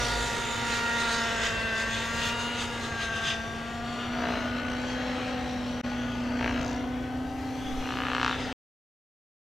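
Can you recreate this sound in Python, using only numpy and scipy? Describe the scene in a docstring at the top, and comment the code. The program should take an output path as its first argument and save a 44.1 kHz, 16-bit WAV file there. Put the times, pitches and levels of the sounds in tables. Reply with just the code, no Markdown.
"""A glow-engine model helicopter flies stall turns over an open field, heard from the ground.
From the start its two-stroke exhaust drones and rasps, gears whine, rotors swish and light wind rumbles;
a low hum soon fades. By 4.3 s the exhaust has turned away. In pull-ups at 4.1, 6.4 and 7.8 s the blades
slap the swirling air left by their tips. Between these, the sound drops out at 5.8 s, the tips tick
at 6.6 s and a gust thumps just before the last pull-up. Everything stops dead at 8.5 s."""
import sys
import numpy as np
from scipy import signal
from scipy.fft import rfft, irfft, next_fast_len
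from scipy.io import wavfile
from scipy.ndimage import uniform_filter1d, map_coordinates

SR = 44100
rng = np.random.default_rng(int(sys.argv[2]) if len(sys.argv) > 2 else 0)


def transcribe(u):
    """Save the signal u as a 16-bit wav file named by the first command-line argument.

    u: samples, shape (n,) or (channels, n), limited to [-1, 1]; the rate is SR.
    q: integer samples, one column per channel.
    """
    v = np.clip(np.atleast_2d(u).T, -1, 1)
    q = np.round(v * 32767).astype(np.int16)
    wavfile.write(sys.argv[1], SR, q)


N = 416170
TIME_S = np.arange(N) / SR

# Engine firings as heard, Doppler shift included: time_s, rate_hz
FIRING_RATE = [(0.0, 238.6), (0.3, 234.6), (0.68, 234.3), (1.08, 233), (1.76, 223.1), (2.55, 238.9),
               (3.12, 225.9), (3.4, 226.1), (4.19, 243.7), (4.46, 242.9), (4.96, 250.9), (5.32, 251.6),
               (5.76, 245.1), (6.19, 243.6), (7.05, 251.8), (7.41, 259.9), (8.17, 254.4), (8.5, 253.2)]
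# How squarely the exhaust faces us (1 is front, 0 is back): time_s, share
FACING = [(0, 1), (3.3, 0.78), (3.8, 0.55), (4.3, 0), (8.5, 0.03)]
# The engine's lowest note: time_s, level_db
NOTE_LEVEL = [(0.0, -45.5), (0.35, -47.5), (0.8, -41), (1.1, -40), (1.35, -43.5), (1.8, -42), (2.5, -40),
              (3.2, -45.5), (4.2, -35), (5.2, -35), (6.4, -32), (7.2, -34.5), (8.5, -39)]
# The overtones as the helicopter turns and moves away: time_s, lift_db
OVERTONE_LIFT = [(0.0, 6.5), (0.55, 3.5), (1.05, 9), (1.8, 5), (2.3, 6.5), (2.7, 0), (3.2, 4), (3.6, 1),
                 (4.6, 0), (5.2, -2.5), (5.7, -6.5), (6.5, -1.5), (7.2, -9.5), (8.5, -11)]
# Single overtones briefly swell or sink: harmonic_number, time_s, half_width_s, lift_db
OVERTONE_SWELLS = [(3, .13, .12, 4.5), (4, .3, .6, -3.5), (6, .15, .3, 2.5), (7, .55, .6, -4),
                   (8, .9, .24, 10), (6, .9, .36, 6), (5, 1.15, .25, -4), (3, 1.3, .26, 8),
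                   (8, 1.9, .22, 3.5), (2, 1.58, .4, 3.5), (9, 1.55, .3, 5), (7, 1.78, .14, 6),
                   (12, 1.4, .2, 5), (6, 2.27, .18, 3), (12, 2.28, .21, 18.5), (12, 2.58, .16, 15.5),
                   (12, 2.78, .12, 8), (2, 2.5, .32, -6), (7, 3.1, .25, 7), (3, 3.35, .2, 3),
                   (3, 3.92, .26, 9.5), (12, 4.03, .1, 15), (6, 4.58, .32, 8), (5, 4.2, .35, 2.5),
                   (13, 4.99, .35, 15), (2, 5.25, .25, 4), (3, 5.45, .28, 5.5), (6, 5.4, .24, -6.5),
                   (6, 6, .25, 8.5), (3, 6.3, .2, -4), (6, 6.68, .17, -9), (6, 7.1, .14, 4.5)]
# Narrow pitch bands where the overtones sound louder: pitch_hz, width_hz, front_db, back_db
OVERTONE_PEAKS = [(471, 78, -46, -100.5), (499.5, 27, -53, -45), (661, 80, -48, -43), (779, 73, -30, -40),
                  (942, 52, -37.5, -83.5), (1151, 145, -49.5, -42), (1280, 76, -55, -47.5),
                  (1383.4, 46, -43.5, -97), (1440, 78, -47, -51), (1535, 277, -43, -47.5),
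                  (1780, 197, -41.5, -95.5), (1987, 84, -44.5, -69), (2686, 90, -43.5, -67.5)]
# High buzz, relative to the rasp curve: harmonic_number, level_db
BUZZ_LEVELS = [(9, -27), (10, -30), (11, -21), (12, -24.5), (13, -18), (14, -20), (15, -16.5), (16, -16.5),
               (17, -22.5), (21, -25.5), (25, -31), (29, -33), (40, -54.5)]
# Base noise levels through dive, climb, stall and second dive: time_s, swish_db, rasp_db, sizzle_db
NOISE_LEVELS = [(0, -39.5, -33, -37.5), (.55, -42, -32.5, -40.5), (1.3, -42, -31, -41),
                (1.7, -42, -35.5, -43.5), (2.1, -43.5, -35.5, -43.5), (2.75, -43, -37.5, -47),
                (3.1, -45, -37.5, -49), (3.78, -46, -42.5, -51), (4.16, -41, -40, -50),
                (4.28, -39.5, -39.5, -45), (4.65, -43, -39, -50.5), (5.2, -40.5, -36.5, -46.5),
                (5.6, -43, -42, -48), (6.3, -42.5, -42.5, -52), (6.5, -42, -41.5, -50.5),
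                (6.65, -40, -41, -49.5), (6.85, -43.5, -44.5, -57), (7.3, -44.5, -49, -56.5),
                (7.6, -45, -45.5, -50.5), (8.15, -41.5, -37, -49), (8.33, -43, -37, -43.5),
                (8.5, -41.5, -39, -46.5)]
# How deeply the blades chop the exhaust noise: time_s, depth_db
CHOP_DEPTH = [(0, 1.5), (4.1, 0), (4.3, -1.5), (4.7, 5), (4.85, 1), (6.3, 1.5), (6.5, 3), (6.75, 2.5),
              (6.9, 1), (8.5, 0)]
# The exhaust outlet sweeps past us: time_s, half_width_s, rasp_lift_db, sizzle_lift_db
FLARES = [(.05, .08, 1, 1), (.74, .075, 1, 4.5), (1.02, .035, 1.5, 4), (1.135, .04, 2, 7),
          (1.45, .042, 5, 8.5), (1.62, .025, 1, 3), (1.805, .036, 1.5, 6.5), (1.98, .08, 3, 4),
          (2.25, .07, 4.5, 8.5), (2.42, .035, 1, 4.5), (2.61, .05, 4, 9.5), (2.85, .04, 2, 5.5),
          (3.03, .042, 4, 8), (3.17, .032, 3, 6.5), (3.29, .06, 7.3, 12.5), (3.9, .08, 1, 2.5),
          (4.03, .06, 2, 2), (4.88, .075, -1, 3)]
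# Tone colours of the exhaust noises: pitch_hz, level_db
RASP_COLOUR = [(650, -35.5), (950, -7.5), (1200, 4.5), (1550, 3.5), (1950, 4), (2250, 0), (2800, 1.5),
               (3200, -0.5), (3700, -23.5), (5000, -56.5)]
SIZZLE_FRONT_COLOUR = [(2700, -15), (3300, -5), (3600, 1), (4100, -8), (4700, -3.5), (5300, -9),
                       (6100, -5.5), (6800, -5.5), (7900, -13), (8750, -15), (10300, -26.5), (11000, -30.5),
                       (11500, -21), (12300, -33), (13500, -43), (15500, -53.5)]
SIZZLE_BACK_COLOUR = [(2700, -37), (3300, 1.5), (3750, -3), (4300, -1.5), (5000, -6), (5400, -7),
                      (5950, -3.5), (6800, -14), (7700, -15.5), (9500, -30.5), (15000, -52.5)]
FLARE_COLOUR = [(2100, -39.5), (2450, 1), (2800, 3), (3200, 5), (3650, 4.5), (4000, -14.5), (4600, -50.5)]
# Gear whine, relative to the rasp curve: times_engine_speed, front_db, back_db
GEAR_TONES = [(8.47, -15, -21), (15.73, -16, -32)]
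# Main rotor thrum and tail rotor hum: time_s, main_db, tail_db
ROTOR_LEVELS = [(0, -42, -60), (.6, -53.5, -49), (2, -48, -57.5), (3.6, -55, -65.5), (4.4, -49, -48),
                (5.8, -48, -57), (6.5, -44, -41.5), (7.2, -51, -44.5), (7.8, -51.5, -43.5),
                (8.5, -47.5, -47)]
# Echoes off the ground and a nearby surface: time_s, ground_delay_s, nearby_delay_s
ECHO_DELAYS = [(0, .00215, .0042), (.5, .0023, .00425), (1.6, .0019, .00445), (2.4, .0021, .0042),
               (3, .00252, .0044), (3.6, .0026, .0043), (4.1, .0029, .0043), (4.6, .00338, .0047),
               (5.4, .00375, .00495), (6, .0036, .0048), (6.45, .00315, .0044), (7, .0027, .00395),
               (7.6, .00245, .00385), (8.5, .00225, .0044)]
# Swells and dips of the wind and of the faint hiss: time_s, half_width_s, lift_db
WIND_GUSTS = [(2.22, 0.072, 4), (6.54, 0.15, 5.5), (3, 0.083, -1)]
HISS_SWELLS = [(.1, .35, 10.5), (.95, .45, 8.5), (2.17, 0.18, 10), (7.75, .45, 6.5)]
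# Tone colours of wind, hiss and the gust on the microphone: pitch_hz, level_db
WIND_COLOUR = [(15, -10), (28, -2.5), (50, -1.5), (75, 4.5), (120, 1.5), (170, -2), (260, -31),
               (600, -59.5)]
HISS_COLOUR = [(200, -1.5), (6000, 4), (10000, -3.5), (12500, -2), (14000, -7.5), (15700, -20.5)]
THUMP_COLOUR = [(15, -2), (35, -2), (70, -16.5), (150, -40), (400, -78)]
# Runs of blade slaps: start_s, end_s, slaps_per_s, crisp_share, ragged_tail_s, echo_db
SLAP_RUNS = [(4.1018, 4.48, 59.3, .03, .0032, -4), (6.3936, 6.64, 59.6, .2, .0016, -6),
             (7.8255, 8.365, 61.7, .96, .0012, -11.5)]
# Force of the slaps through the three pull-ups: time_s, level_db
SLAP_FORCE = [(4.1, -28), (4.16, -24.5), (4.225, -18), (4.29, -19), (4.32, -20), (4.37, -17), (4.4, -21),
              (4.46, -21), (4.48, -26), (6.39, -19), (6.412, -15), (6.446, -11.3), (6.465, -12.5),
              (6.5, -17), (6.64, -24), (7.82, -30), (7.875, -24), (7.907, -19), (7.956, -22.5),
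              (7.972, -17.3), (8.1, -17), (8.117, -14.5), (8.134, -15), (8.15, -11), (8.166, -14.5),
              (8.2, -14.3), (8.231, -10.3), (8.247, -9.6), (8.28, -11), (8.328, -16), (8.36, -27)]
# Tone colours of the blade noises: pitch_hz, level_db
SWISH_COLOUR = [(130, -18), (200, 5), (330, 1.5), (600, 4), (850, 1.5), (1050, -3), (1500, -42)]
CRISP_SLAP_COLOUR = [(300, -22.5), (700, -1), (1100, 12.5), (1550, 11), (2200, 0), (2800, 7.5), (3800, -6),
                     (7000, -37), (12000, -65)]
DULL_SLAP_COLOUR = [(100, -17), (170, -3.5), (260, -1), (430, -3.5), (650, 2), (900, 1), (1150, -1.5),
                    (1600, 0), (2300, -7), (2900, -4), (3400, -19), (4200, -22), (8000, -44)]
SNAP_COLOUR = [(1500, -22.5), (2700, 3.5), (4500, -5), (6500, -15.5), (9000, -35), (12000, -71)]
TICK_COLOUR = [(2400, -30), (3600, -3), (4500, 2), (6200, 5), (7600, -6), (10000, -26)]
# The blade tips tick as the dive begins: start_s, end_s, ticks_per_s, level_db
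TICK_RUN = (6.5802, 6.82, 59.9, -38.5)
# A gust hits the microphone: time_s, half_width_s, level_db
GUST_THUMP = (7.77, 0.1, -37)
# How alike noise is on the left and right (1 is identical): pitch_hz, likeness
STEREO_LIKENESS = [(25, .87), (70, .78), (250, .93), (600, .91), (1500, .92), (4000, .86), (8000, .76),
                   (12000, .93)]
# The helicopter's direction: time_s, left_minus_right_db
PAN = [(0, -2), (.7, -2), (1.3, -1.2), (2.2, 0), (2.8, 0.5), (3.3, 1), (4.3, 1.5), (5.5, 1.6), (7.3, 2.5),
       (8.2, 1)]
# The two microphones differ a little in colour: pitch_hz, left_minus_right_db
MIC_TILT = [(250, -0.5), (550, 1.2), (1200, 2), (2600, 1.5), (5000, -0.2), (9000, -1), (13000, -2)]

MAIN_PASSES, TAIL_PASSES = .2415, 1.115  # blade passes per engine firing


def amp(db):
    """Turn decibels into a gain to multiply by."""
    return 10 ** (np.asarray(db) / 20)


def unit(x):
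    """Scale to an average (rms) strength of 1."""
    return x / np.sqrt(np.mean(x ** 2) + 1e-20)


def along(points, hz):
    """Read between a table's rows on a logarithmic pitch scale."""
    pitches, values = np.transpose(points)
    return np.interp(np.log(hz + 1), np.log(pitches + 1), values)


def curves(rows):
    """One value per sample for each column after the time."""
    times, *columns = np.transpose(rows)
    return [np.interp(TIME_S, times, column) for column in columns]


def swells(rows):
    """Bell-shaped swells, one curve for each column after time and half width."""
    return sum(np.outer(heights, np.exp(-((TIME_S - s) / width) ** 2)) for s, width, *heights in rows)


def wobble(rate):
    """A smooth random curve through rate points a second."""
    coarse = np.arange(0, N + 64, 64)
    points = rng.standard_normal(int(N * rate / SR) + 4)
    return np.interp(np.arange(N), coarse, map_coordinates(points, [coarse * rate / SR], mode="nearest"))


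def filtered(x, response):
    """Give each frequency the gain response(hz)."""
    size = next_fast_len(N + 8192)
    return irfft(rfft(x, size) * response(np.fft.rfftfreq(size, 1 / SR)), size)[..., :N]


def delayed(x, delay_s):
    """A stereo sound heard later, by a delay that may drift."""
    samples = np.arange(N)
    return np.array([np.interp(samples - SR * delay_s, samples, side) for side in x])


def noise(colour):
    """Coloured stereo noise of strength 1, mostly alike in both ears."""
    def response(hz):
        angle = np.arccos(np.clip(along(STEREO_LIKENESS, hz), -1, 1)) / 2
        return amp(along(colour, hz)) * [np.cos(angle), np.sin(angle)]
    mid, side = filtered(rng.standard_normal((2, N)), response)
    return unit(np.array([mid + side, mid - side]))


def pulse(colour, size):
    """A click of this colour with a peak of 1."""
    cepstrum = irfft(np.log(amp(along(colour, np.fft.rfftfreq(size, 1 / SR)))))
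    # folding the second half onto the first packs the energy at the start
    cepstrum[1:size // 2] *= 2
    cepstrum[size // 2 + 1:] = 0
    shape = irfft(np.exp(rfft(cepstrum)))
    return shape / np.abs(shape).max()


def throb(cycles, depth_db):
    """A gain that swells once per cycle."""
    return unit(amp(depth_db * np.cos(2 * np.pi * cycles)))


def tone(cycles, flutter_db, smear_rad, spread_rad=.31):
    """A stereo tone whose level and phase flutter in rough air."""
    phase = 2 * np.pi * (cycles + rng.random()) + smear_rad * wobble(28)
    apart = spread_rad * wobble(2.032)
    return unit(amp(flutter_db * wobble(16)) * np.sin([phase + apart, phase - apart]))


def overtone_gain(hz, facing, floor_db=-62):
    """Overtones sound louder in narrow pitch bands, which differ from front to back."""
    power = amp(floor_db) ** 2
    for centre, width, front_db, back_db in OVERTONE_PEAKS:
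        peak = amp(back_db + facing * (front_db - back_db))
        power = power + peak ** 2 / (1 + (2 * (hz - centre) / width) ** 2) ** 3
    return np.sqrt(power)


def exhaust_drone(firing_hz, turns, rasp_db, facing, full_lift_hz=1418):
    """The firings make a note with overtones; uneven firing blurs the high ones most."""
    uneven = turns + .011 * wobble(70)
    out = amp(curves(NOTE_LEVEL)[0]) * tone(turns, flutter_db=1, smear_rad=.08, spread_rad=.0942)
    lift_db, = curves(OVERTONE_LIFT)
    samples = np.arange(N)
    coarse = samples[::256]
    for harmonic in range(2, 14):
        hz = harmonic * firing_hz[coarse]
        swell_db = sum(db * np.exp(-((coarse / SR - s) / width) ** 2)
                       for number, s, width, db in OVERTONE_SWELLS if number == harmonic)
        share = np.minimum(hz / full_lift_hz, 1)  # low overtones spread all round, so they change less
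        gain = overtone_gain(hz, facing[coarse]) * amp(swell_db + lift_db[coarse] * share)
        overtone = tone(harmonic * uneven, flutter_db=.6, smear_rad=.1 + .0015 * harmonic ** 2)
        roughness = 1 + .014 * harmonic * wobble(90)
        out += np.interp(samples, coarse, gain) * overtone * roughness
    buzz_db = rasp_db - 6 * (1 - facing)
    for harmonic in range(9, 41):
        buzz = tone(harmonic * uneven, flutter_db=2.5, smear_rad=.6)
        out += amp(buzz_db + along(BUZZ_LEVELS, harmonic)) * buzz
    return out


def rough_air(x, depth_db, size=512, frames=16):
    """Swirls of air on the way to us lift and sink patches of the spectrum."""
    spectrum = signal.stft(x, nperseg=size)[2]
    patches = rng.standard_normal(spectrum.shape[1:])
    for _ in range(2):
        patches = uniform_filter1d(patches, size=4, axis=0)
        patches = uniform_filter1d(patches, size=frames, axis=1)
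    return unit(signal.istft(spectrum * amp(depth_db * unit(patches)), nperseg=size)[1][:, :N])


def body_echo(x, delay_s=.00078, echo_db=-8, drift=.12):
    """A close echo off the helicopter's body drifts as it turns, shifting the colour."""
    return unit(x + amp(echo_db) * delayed(x, delay_s * (1 + drift * wobble(1.28))))


def exhaust_rasp(turns, rasp_db, sizzle_db, facing):
    """Each firing spits a puff of noise, chopped by the blades and brightest from the front."""
    puffs = turns + .054 * wobble(120)
    chop = throb(MAIN_PASSES * turns, depth_db=curves(CHOP_DEPTH)[0])
    rasp = rough_air(noise(RASP_COLOUR), depth_db=1.4)
    rasp *= amp(rasp_db - 1.5 - 3.3 * facing + .25 * wobble(17)) * throb(puffs, depth_db=2)
    front = np.sqrt(facing) * noise(SIZZLE_FRONT_COLOUR)
    back = np.sqrt(1 - facing) * noise(SIZZLE_BACK_COLOUR)
    sizzle = rough_air(body_echo(front + back), depth_db=2)
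    sizzle = rough_air(sizzle, depth_db=2, size=1024, frames=24)
    sizzle *= amp(sizzle_db + .06 + .9 * wobble(22)) * throb(puffs, depth_db=.5)
    return chop * (rasp + sizzle)


def exhaust_flares(turns, lift_db):
    """Bright exhaust noise swells briefly as the outlet sweeps past us."""
    return amp(-34) * (amp(lift_db) - 1) * noise(FLARE_COLOUR) * throb(turns, depth_db=1.5)


def repeat_puffs(x, firing_hz, facing, likeness=.15):
    """Each puff is a little like the last, so the noise gathers around the overtones."""
    share = likeness * facing
    once = delayed(x, 1 / firing_hz)
    twice = delayed(once, 1 / firing_hz)
    return (x + share * once + share ** 2 * twice) / np.sqrt(1 + share ** 2 + share ** 4)


def gear_whine(turns, rasp_db, facing):
    """The gears whine in step with the engine, mostly to the front."""
    return sum(amp(rasp_db + back_db + facing * (front_db - back_db))
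               * tone(ratio * turns, flutter_db=2, smear_rad=.35)
               for ratio, front_db, back_db in GEAR_TONES)


def rotor_hum(turns):
    """The main blades thrum at each pass; the tail rotor hums just above the engine note."""
    main_db, tail_db = curves(ROTOR_LEVELS)
    main = tone(MAIN_PASSES * turns, flutter_db=2.5, smear_rad=.3)
    main += amp(-1) * tone(2 * MAIN_PASSES * turns, flutter_db=2.5, smear_rad=.3)
    tail = tone(TAIL_PASSES * turns, flutter_db=2, smear_rad=.63)
    tail += amp(-22) * tone(2 * TAIL_PASSES * turns, flutter_db=3, smear_rad=.3)
    return amp(main_db) * main + amp(tail_db) * tail


def rotor_swish(turns, swish_db):
    """The main blades swish through the air at each pass."""
    return amp(swish_db + 2) * noise(SWISH_COLOUR) * throb(MAIN_PASSES * turns, depth_db=1)


def add_echoes(x, ground_db=-9, nearby_db=-16, cutoff_hz=3000):
    """Two dull echoes cancel some pitches, which slide as the helicopter climbs and dives."""
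    ground_s, nearby_s = curves(ECHO_DELAYS)
    dull = filtered(x, lambda hz: 1 / (1 + (hz / cutoff_hz) ** 2))
    return x + amp(ground_db) * delayed(dull, ground_s) + amp(nearby_db) * delayed(dull, nearby_s)


def wind(level_db=-43.5):
    """Light wind rumbles, with a few stronger puffs."""
    return amp(level_db + swells(WIND_GUSTS)[0] - .5 * wobble(9.7)) * noise(WIND_COLOUR)


def low_hum(pitch_hz=53, level_db=-36, hold_s=.18, fade_db_per_s=56.5):
    """A low hum holds for a moment at the start, then fades."""
    gain = amp(level_db - fade_db_per_s * np.maximum(TIME_S - hold_s, 0))
    return gain * tone(pitch_hz * TIME_S, flutter_db=-.5, smear_rad=.25)


def hiss(level_db=-63):
    """A faint high hiss swells now and then."""
    return amp(level_db + swells(HISS_SWELLS)[0]) * noise(HISS_COLOUR)


def blade_slap(size=1024, swirl_likeness=.8, ragged_db=-1.5, snap_db=-5, ground_db=-13):
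    """A blade hits the swirl left by the last tip: a crack, dull and ragged if the swirl is broken."""
    out = np.zeros(N)
    crisp, dull, snap = (pulse(c, size) for c in (CRISP_SLAP_COLOUR, DULL_SLAP_COLOUR, SNAP_COLOUR))
    forces = amp(curves(SLAP_FORCE)[0])
    ground_s, nearby_s = curves(ECHO_DELAYS)
    for start_s, end_s, rate, crispness, tail_s, echo_db in SLAP_RUNS:
        crack = -crispness * crisp - (1 - crispness) * dull
        ragged_gain = amp(ragged_db) * np.sqrt(2) * (1 - crispness)
        swirl = rng.standard_normal(size)
        for time_s in np.arange(start_s, end_s, 1 / rate):
            at = round(time_s * SR)
            swirl = swirl_likeness * swirl + np.sqrt(1 - swirl_likeness ** 2) * rng.standard_normal(size)
            spread = rfft(swirl * np.exp(-TIME_S[:size] / tail_s))
            spread /= np.abs(spread) ** .5  # stretches the crack in time but colours it little
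            ragged = irfft(rfft(crack) * spread / np.sqrt(np.mean(np.abs(spread) ** 2)))
            body = forces[at] * (np.sqrt(crispness) * crack + ragged_gain * ragged)
            # only the hardest slaps have a sharp edge
            edge = amp(snap_db) * crispness * forces[at] * (forces[at] / forces.max()) ** 2 * snap
            arrivals = [(0, body - edge),
                        (ground_s[at], amp(ground_db) * body),  # beamed, so little comes off the ground
                        (nearby_s[at], amp(echo_db) * body)]
            for delay_s, sound in arrivals:
                out[at + round(delay_s * SR):][:size] += sound
    return out


def blade_ticks(rise_s=.0007):
    """Each tip grazes the stirred-up air with a tiny hiss; the run fades towards its end."""
    start_s, end_s, rate, level_db = TICK_RUN
    age = (TIME_S - start_s) % (1 / rate) / rise_s
    corners_s = [start_s - 1 / rate, start_s + 2 / rate, (start_s + end_s) / 2, end_s]
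    fade = np.interp(TIME_S, corners_s, [0, 1, 1, 0])
    return amp(level_db) * fade * age * np.exp(1 - age) * noise(TICK_COLOUR)


def gust_thump():
    """One gust hits the microphone with a deep rumble."""
    time_s, half_width_s, level_db = GUST_THUMP
    return swells([(time_s, half_width_s, amp(level_db))]) * noise(THUMP_COLOUR)


def place_in_stereo(x, bass_hz=380):
    """Long waves reach both microphones alike; only shorter ones show the direction."""
    bass = filtered(x, lambda hz: 1 / (1 + (hz / bass_hz) ** 4))
    pan_db, = curves(PAN)
    placed = bass + (x - bass) * amp([pan_db / 2, -pan_db / 2])
    return filtered(placed, lambda hz: amp(np.outer([.5, -.5], along(MIC_TILT, hz))))


def scene():
    """One shaft drives engine, gears and rotors, with the sounds of the field around them."""
    firing_hz, = curves(FIRING_RATE)
    turns = np.cumsum(firing_hz) / SR  # one firing per turn of the shaft
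    facing, = curves(FACING)
    swish_db, rasp_db, sizzle_db = curves(NOISE_LEVELS)
    rasp_lift_db, sizzle_lift_db = swells(FLARES)
    rasp_db += rasp_lift_db
    sizzle_db += sizzle_lift_db
    puffs = exhaust_rasp(turns, rasp_db, sizzle_db, facing) + exhaust_flares(turns, rasp_lift_db)
    puffs = repeat_puffs(puffs, firing_hz, facing)
    blades = rotor_swish(turns, swish_db) + blade_ticks()
    drone = exhaust_drone(firing_hz, turns, rasp_db, facing)
    tones = drone + gear_whine(turns, rasp_db, facing) + rotor_hum(turns)
    helicopter = tones + add_echoes(puffs + blades) + blade_slap()
    return place_in_stereo(helicopter) + wind() + low_hum() + gust_thump() + hiss()


def record(dry):
    """The sound drops out for an instant, stops dead at the end and loses its highest treble."""
    gap_start_s, gap_end_s, stop_s, top_hz = 5.816, 5.834, 8.528, 15750
    corners_s = [gap_start_s - .002, gap_start_s, gap_end_s - .005, gap_end_s + .003, gap_end_s + .01]
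    dropout_db = np.interp(TIME_S, corners_s, [0, -35, -35, -5, 0])
    return filtered(dry * amp(dropout_db) * (TIME_S < stop_s), lambda hz: hz < top_hz)


dry = scene()
out = record(dry)
transcribe(out)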